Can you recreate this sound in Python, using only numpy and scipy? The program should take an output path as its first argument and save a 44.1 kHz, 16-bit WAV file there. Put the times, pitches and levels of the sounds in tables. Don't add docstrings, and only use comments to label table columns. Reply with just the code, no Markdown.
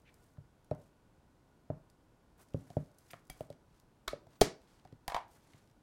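import sys
import numpy as np
from scipy import signal
from scipy.fft import rfft, irfft, next_fast_len
from scipy.io import wavfile
from scipy.ndimage import uniform_filter1d, map_coordinates

SR = 44100
rng = np.random.default_rng(int(sys.argv[2]) if len(sys.argv) > 2 else 0)


def store_wav(level_fs):
    pcm = np.round(np.clip(np.atleast_2d(level_fs), -1, 1) * 32767)
    wavfile.write(sys.argv[1], SR, pcm.T.astype(np.int16))


N = 256662
T = np.arange(SR // 2) / SR
TOP_HZ = 15900

# frequency in Hz, relative level in dB.
AIR_SPECTRUM = [(15, -24.5), (25, -1.5), (119, -2.5), (156, -2), (204, -6.5), (305, -6), (389, -10.5),
                (537, -12.5), (762, -15), (945, -14), (1200, -20), (1490, -23.5), (2230, -28), (10600, -37),
                (15500, -43.5)]
# frequency in Hz, time to fall 60 dB in s.
ROOM_T60 = [(100, 0.18), (500, 0.38), (1000, .25), (5500, 0.24), (10000, 0.17), (16000, 0.064)]
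# frequency in Hz, relative level in dB.
ROOM_COLOUR = [(60, -2), (200, 9), (500, -1.5), (1500, 2), (3500, -1), (5500, -1), (9000, -0.5), (16000, 0)]
# frequency in Hz, width in Hz, peak in dB over a gain of 1.
PLASTIC_WALLS = [(1160, 540, 5), (1870, 420, 0.5), (2230, 70, 3), (3300, 300, -11), (4000, 120, -6),
                 (4700, 350, -6), (5140, 55, -5), (5700, 100, -4.5), (9150, 180, -2)]

# middle in s, length in s, level in dB, band centre in Hz.
RUBS = [(0.13, 0.42, -81, 7500), (0.827, 0.17, -79.5, 6500), (2.415, 0.1, -68.5, 10600),
        (2.696, 0.64, -75.5, 6000), (3.093, 0.37, -76, 6700), (3.39, 0.23, -72.5, 7500),
        (3.763, 0.18, -80.5, 4400), (4.338, 0.15, -75.5, 3740), (4.716, 0.32, -75.5, 3200),
        (5.345, 0.18, -73, 7600), (5.518, 0.45, -75, 4300)]
# middle in s, length in s, level in dB, pitch in Hz.
SCUFFS = [(0.077, 0.08, -67, 2150), (3.111, 0.032, -59.5, 2340)]
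GRIT_PER_S, GRIT_DB, GRIT_SPREAD_DB = 29, 6.5, 4
CLUMP_S, CLUMP_DB = .007, 2.5
SKIN_TOP_HZ = 12900
RUB_BODY_DB, RUB_BODY_HZ = 1, 696

# start in s, level in dB, band centre in Hz, 60 dB decay in s.
CLICKS = [(.1416, -56.5, 7450, 0.012), (0.6453, -60.5, 7100, 0.0081), (1.899, -62, 5800, 0.021),
          (2.9847, -52.5, 10000, 0.016), (3.1063, -47, 4650, 0.0091), (3.111, -51, 10000, 0.038),
          (3.14, -46, 1730, 0.015), (3.2997, -41, 9470, 0.014), (3.407, -49.5, 11700, 0.011),
          (3.526, -57, 3800, 0.014), (3.799, -56, 6950, 0.0093), (4.0771, -35, 2600, 0.019),
          (4.080, -21, 4000, 0.0057), (4.086, -36, 1280, 0.018), (4.617, -60, 3800, 0.011),
          (4.874, -57.5, 2400, 0.011)]

# blow in s, desk level in dB, contact length in s, hollow knock level in dB,
# knock pitch in Hz, edge tick level in dB, tick band centre in Hz, lead of the tick before the blow in s.
THUMPS = [(0.381, -39, 0.006, -58, 584, -56, 800, 0.0094),
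          (0.713, -32, 0.00059, -25.5, 603, -50.5, 2830, 0.002),
          (1.701, -32.5, 0.00072, -30, 614, -52.5, 1300, 0.00043),
          (2.544, -29.5, 0.0014, -32.5, 540, -56.5, 3400, 0.0073),
          (2.703, -50, 0.0015, -47.5, 696, -52, 3630, 0.001), (2.768, -27, 0.0016, -29, 596, -49, 1660, 0),
          (3.134, -52, 0.0013, -44.5, 682, -39, 1470, 0.0014),
          (3.299, -52.5, 0.0017, -47, 741, -39.5, 2720, 0.00067),
          (3.407, -42.5, 0.0013, -34, 618, -48.5, 2350, 0),
          (3.502, -47, 0.0013, -39.5, 565, -50, 4300, 0.00053),
          (4.132, -48.5, 0.0022, -30.5, 569, -44, 2110, 0.0053),
          (4.268, -57, 0.0033, -54, 649, -69.5, 1204, 0),
          (4.852, -54.5, 0.0023, -48, 734, -57, 3300, 0.0021),
          (4.926, -46.5, 0.0013, -57, 520, -58.5, 3000, 0.0015),
          (5.544, -54, 0.0027, -64.5, 595, -53.5, 2500, 0.0097)]
# frequency in Hz, relative level in dB, 60 dB decay in s.
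DESK_MODES = [(54.4, -13.5, 0.21), (112, 1.5, 0.08), (145, 1.5, .09), (192.2, -5.5, 0.047),
              (255.1, -0.5, 0.057), (352, -3, 0.0297)]
# multiple of the knock pitch, relative level in dB, 60 dB decay in s.
HOLLOW_MODES = [(.66, -10.5, .022), (.84, -1.5, 0.039), (1, 5.5, 0.036), (1.17, -28, 0.022),
                (2.25, -21.5, 0.016)]
EDGE_T60_S = 0.0124

# start in s, ring level in dB, air push level in dB.
TRAY_KNOCKS = [(3.299, -53, -47.5), (4.414, -39.5, -47)]
# frequency in Hz, relative level in dB, 60 dB decay in s.
TRAY_MODES = [(2290, 0.5, 0.12), (3250, -1.5, 0.089), (4780, -12, 0.16), (6310, -9.5, 0.12),
              (10400, 11, 0.0097)]
# start in s, ring level in dB, air push level in dB.
LID_KNOCKS = [(4.078, -44, -50), (4.080, -40, -48), (4.4195, -39, -56.5)]
# frequency in Hz, relative level in dB, 60 dB decay in s.
LID_MODES = [(382, 3.5, 0.024), (656, 4, 0.037), (1194, 11, 0.016), (1264, 2, 0.073), (3596, 7, 0.018),
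             (3870, -0.5, 0.046), (4220, -1, .06)]

SNAP_AT = 4.4115
# time after the start of the snap in s, relative level in dB.
CATCHES = [(0, -18.5), (.0024, -18), (.0045, -20.5), (.0068, -24)]
# frequency in Hz, relative level in dB.
CRACK_SPECTRUM = [(300, 6.5), (1000, 0), (2500, 4), (4300, 7), (7000, 5.5), (11000, -4), (16000, -6.5)]
# frequency in Hz, relative level in dB, 60 dB decay in s.
CASE_MODES = [(48, -3.5, 0.023), (110, -15, 0.066), (149, -18.5, 0.053), (292, -19.5, 0.096),
              (408, -7.5, 0.028), (417.2, -1.5, 0.034), (662, -2.5, .032), (708, -6, 0.037),
              (860, -17, 0.046)]

# contact in s, ring level in dB, thud level in dB, edge tick level in dB.
RATTLE = [(5.080, -35.5, -40, -36.5), (5.100, -43, -68, -40.5), (5.1204, -35.5, -64, -42.5),
          (5.146, -30, -42.5, -32), (5.1644, -31, -71, -36.5), (5.180, -42, -58, -49.5)]
# frequency in Hz, relative level in dB, 60 dB decay in s.
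SHELF_MODES = [(574, -18, 0.093), (723, -6, 0.093), (786, 5.5, 0.035), (895, 2.5, 0.036), (970, -2, 0.064),
               (1085, -19, 0.11), (1460, -31, 0.026), (1636, -19, 0.11), (2240, -42, .04)]
EDGE_LEAD_S = .001
ROCK_TICK_HZ, ROCK_T60_S = 2240, 0.027
CORNER_DB, CORNER_HZ, CORNER_T60_S = -32.5, 7980, .013


def amp(db):
    return 10 ** (np.asarray(db) / 20)


def unit(x):
    return x / np.sqrt(np.mean(x ** 2) + 1e-20)


def along(points, hz):
    f, v = np.transpose(points)
    return np.interp(np.log(hz + 1), np.log(f), v)


def fade(t60):
    return np.exp(-np.log(1000) * T / t60)


def add(track, s, sound):
    start = max(round(s * SR), 0)
    part = track[start:start + len(sound)]
    part += sound[:len(part)]


def coloured(x, gain):
    m = 2 * next_fast_len(len(x))
    magnitude = unit(gain(np.fft.rfftfreq(m, 1 / SR)))
    cepstrum = irfft(np.log(np.maximum(magnitude, 1e-6)))
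    cepstrum[1:m // 2] *= 2
    cepstrum[m // 2 + 1:] = 0
    response = np.exp(rfft(cepstrum))
    return irfft(rfft(x, m) * response, m)[:len(x)]


def hump(hz, centre_hz, q):
    return 1 / np.hypot(1, q * ((hz + 1) / centre_hz - centre_hz / (hz + 1)))


def walls(hz):
    return 1 + sum(amp(db) / (1 + (2 * (hz - f) / width) ** 2) for f, width, db in PLASTIC_WALLS)


def ring(modes, attack, pitch=1):
    tone = np.zeros(len(T))
    for f, db, t60 in modes:
        strength = amp(db + rng.standard_normal() / 2)
        tone += strength * fade(t60) * np.sin(2 * np.pi * pitch * f * T)
    return tone * (1 - np.exp(-(T / attack) ** 2))


def room_tail(onset=0.0039):
    hz, t, bands = signal.stft(rng.standard_normal(len(T)), SR, nperseg=256)
    bands = bands * np.exp(-np.log(1000) * t / along(ROOM_T60, hz)[:, None])
    build_up = 1 - np.exp(-(T / onset) ** 2)
    decaying = signal.istft(bands, SR, nperseg=256)[1][:len(T)]
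    spectrum = rfft(decaying * build_up)
    spectrum /= np.sqrt(np.abs(uniform_filter1d(np.abs(spectrum) ** 2, size=30)) + 1e-20)
    tail = irfft(spectrum * amp(along(ROOM_COLOUR, np.fft.rfftfreq(len(T), 1 / SR))), len(T))
    tail *= build_up * (T < T[-1] * 2 / 3)
    return tail / np.linalg.norm(tail)


def in_room(x, wet_db):
    wall_delay = round(.008 * SR)
    reverberation = signal.fftconvolve(x, np.pad(room_tail(), (wall_delay, 0)))[:len(x)]
    return x + amp(wet_db) * reverberation


def crackle(t60, wet_db, attack=0.00044):
    burst = rng.standard_normal(len(T)) * fade(t60) * (1 - np.exp(-T / attack))
    return burst + amp(wet_db) * np.linalg.norm(burst) * room_tail()


def tick(centre_hz, t60):
    return coloured(crackle(t60, wet_db=-9), lambda hz: hump(hz, centre_hz, q=0.62) ** 2 * walls(hz))


def room_air():
    rush = unit(coloured(rng.standard_normal(N), lambda hz: amp(along(AIR_SPECTRUM, hz))))
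    whine = unit(coloured(rng.standard_normal(N), lambda hz: hump(hz, 1462, q=35)))
    return amp(-67.5) * rush + amp(-86.5) * whine


def stroke(length, centre_hz, q):
    n = max(int(length * SR), 2)
    patch = np.arange(n) / (CLUMP_S * SR)
    clumps = map_coordinates(rng.standard_normal(SR // 100), [patch], mode="wrap")
    noise, sizes = rng.standard_normal((2, SR))[:, :n]
    grains = unit(noise * amp(2.7 * sizes + CLUMP_DB * clumps))

    def colour(hz):
        return hump(hz, centre_hz, q) ** 2 / np.hypot(1, (hz / SKIN_TOP_HZ) ** 3)

    return coloured(grains * np.hanning(n), colour)


def rubs():
    out, grit = np.zeros(N), np.zeros(N)
    for s, length, db, centre_hz in RUBS:
        hiss = stroke(length, centre_hz, q=0.37)
        body = stroke(length, RUB_BODY_HZ, q=0.44)
        add(out, s - length / 2, amp(db) * (hiss + amp(RUB_BODY_DB) * body))
        for when, size in rng.standard_normal((round(GRIT_PER_S * length), 2)):
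            catch_at = s + np.tanh(when) * length / 2
            catch_db = db + GRIT_DB + GRIT_SPREAD_DB * size
            add(grit, catch_at, amp(catch_db) * tick(centre_hz, EDGE_T60_S))
    for s, length, db, pitch_hz in SCUFFS:
        add(out, s - length / 2, amp(db) * stroke(length, pitch_hz, q=1.35))
    return in_room(out, wet_db=-13.0) + grit


def clicks():
    out = np.zeros(N)
    for s, db, centre_hz, t60 in CLICKS:
        add(out, s, amp(db) * tick(centre_hz, t60))
    return out


def desk_boom(contact):
    radiation = signal.butter(2, 75, "highpass", fs=SR)
    push = np.hanning(max(int(contact * SR), 3))
    pushed = np.convolve(ring(DESK_MODES, attack=0.00109), push / push.sum())[:len(T)]
    return in_room(signal.lfilter(*radiation, pushed), wet_db=-17.0)


def thumps():
    out = np.zeros(N)
    for s, desk_db, contact, knock_db, pitch_hz, tick_db, tick_hz, lead in THUMPS:
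        knock = in_room(ring(HOLLOW_MODES, attack=0.00148, pitch=pitch_hz), wet_db=-18)
        slap = coloured(crackle(t60=.02, wet_db=-2.0), lambda hz: hump(hz, .8 * pitch_hz, q=0.624) ** 3)
        add(out, s - lead, amp(tick_db) * tick(tick_hz, EDGE_T60_S))
        add(out, s, amp(desk_db) * desk_boom(contact))
        add(out, s, amp(knock_db) * (knock + amp(-12) * slap))
    return out


def rim_knocks(knocks, modes):
    out = np.zeros(N)
    for s, ring_db, push_db in knocks:
        push = ring([(43.4, 1.5, 0.15), (130, -6, 0.041)], attack=0.00062)
        shell = in_room(ring(modes, attack=0.00029), wet_db=-15.5)
        add(out, s, amp(ring_db) * shell + amp(push_db) * push)
    return out


def lid_snap():
    out, crack = np.zeros(N), np.zeros(len(T))
    for delay, db in CATCHES:
        add(crack, delay, amp(db) * crackle(t60=0.015, wet_db=-7.5))
    add(out, SNAP_AT, coloured(crack, lambda hz: amp(along(CRACK_SPECTRUM, hz)) * walls(hz)))
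    pop = in_room(ring(CASE_MODES, attack=0.0037), wet_db=-18.5)
    add(out, SNAP_AT + .0015, amp(-4) * pop)
    return out


def put_aside():
    out = np.zeros(N)
    add(out, RATTLE[0][0] - EDGE_LEAD_S, amp(CORNER_DB) * tick(CORNER_HZ, CORNER_T60_S))
    for s, ring_db, thud_db, tick_db in RATTLE:
        chatter = coloured(crackle(t60=0.046, wet_db=-5.0), lambda hz: hump(hz, 880, q=2.2) ** 2)
        clack = in_room(ring(SHELF_MODES, attack=0.0011), wet_db=-15.0) + amp(-3) * chatter
        thud = ring([(42.0, 3, 0.063), (152.0, -3, 0.043)], attack=0.0004)
        add(out, s - EDGE_LEAD_S, amp(tick_db) * tick(ROCK_TICK_HZ, ROCK_T60_S))
        add(out, s, amp(ring_db) * clack + amp(thud_db) * thud)
    return out


def scene():
    shells = rim_knocks(TRAY_KNOCKS, TRAY_MODES) + rim_knocks(LID_KNOCKS, LID_MODES)
    mix = room_air() + rubs() + clicks() + thumps() + shells + lid_snap() + put_aside()
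    return mix[None]


def record(dry):
    m = next_fast_len(N + SR // 2)
    passband = np.fft.rfftfreq(m, 1 / SR) < TOP_HZ
    return irfft(rfft(dry, m) * passband, m)[:, :N]


dry = scene()
out = record(dry)
store_wav(out)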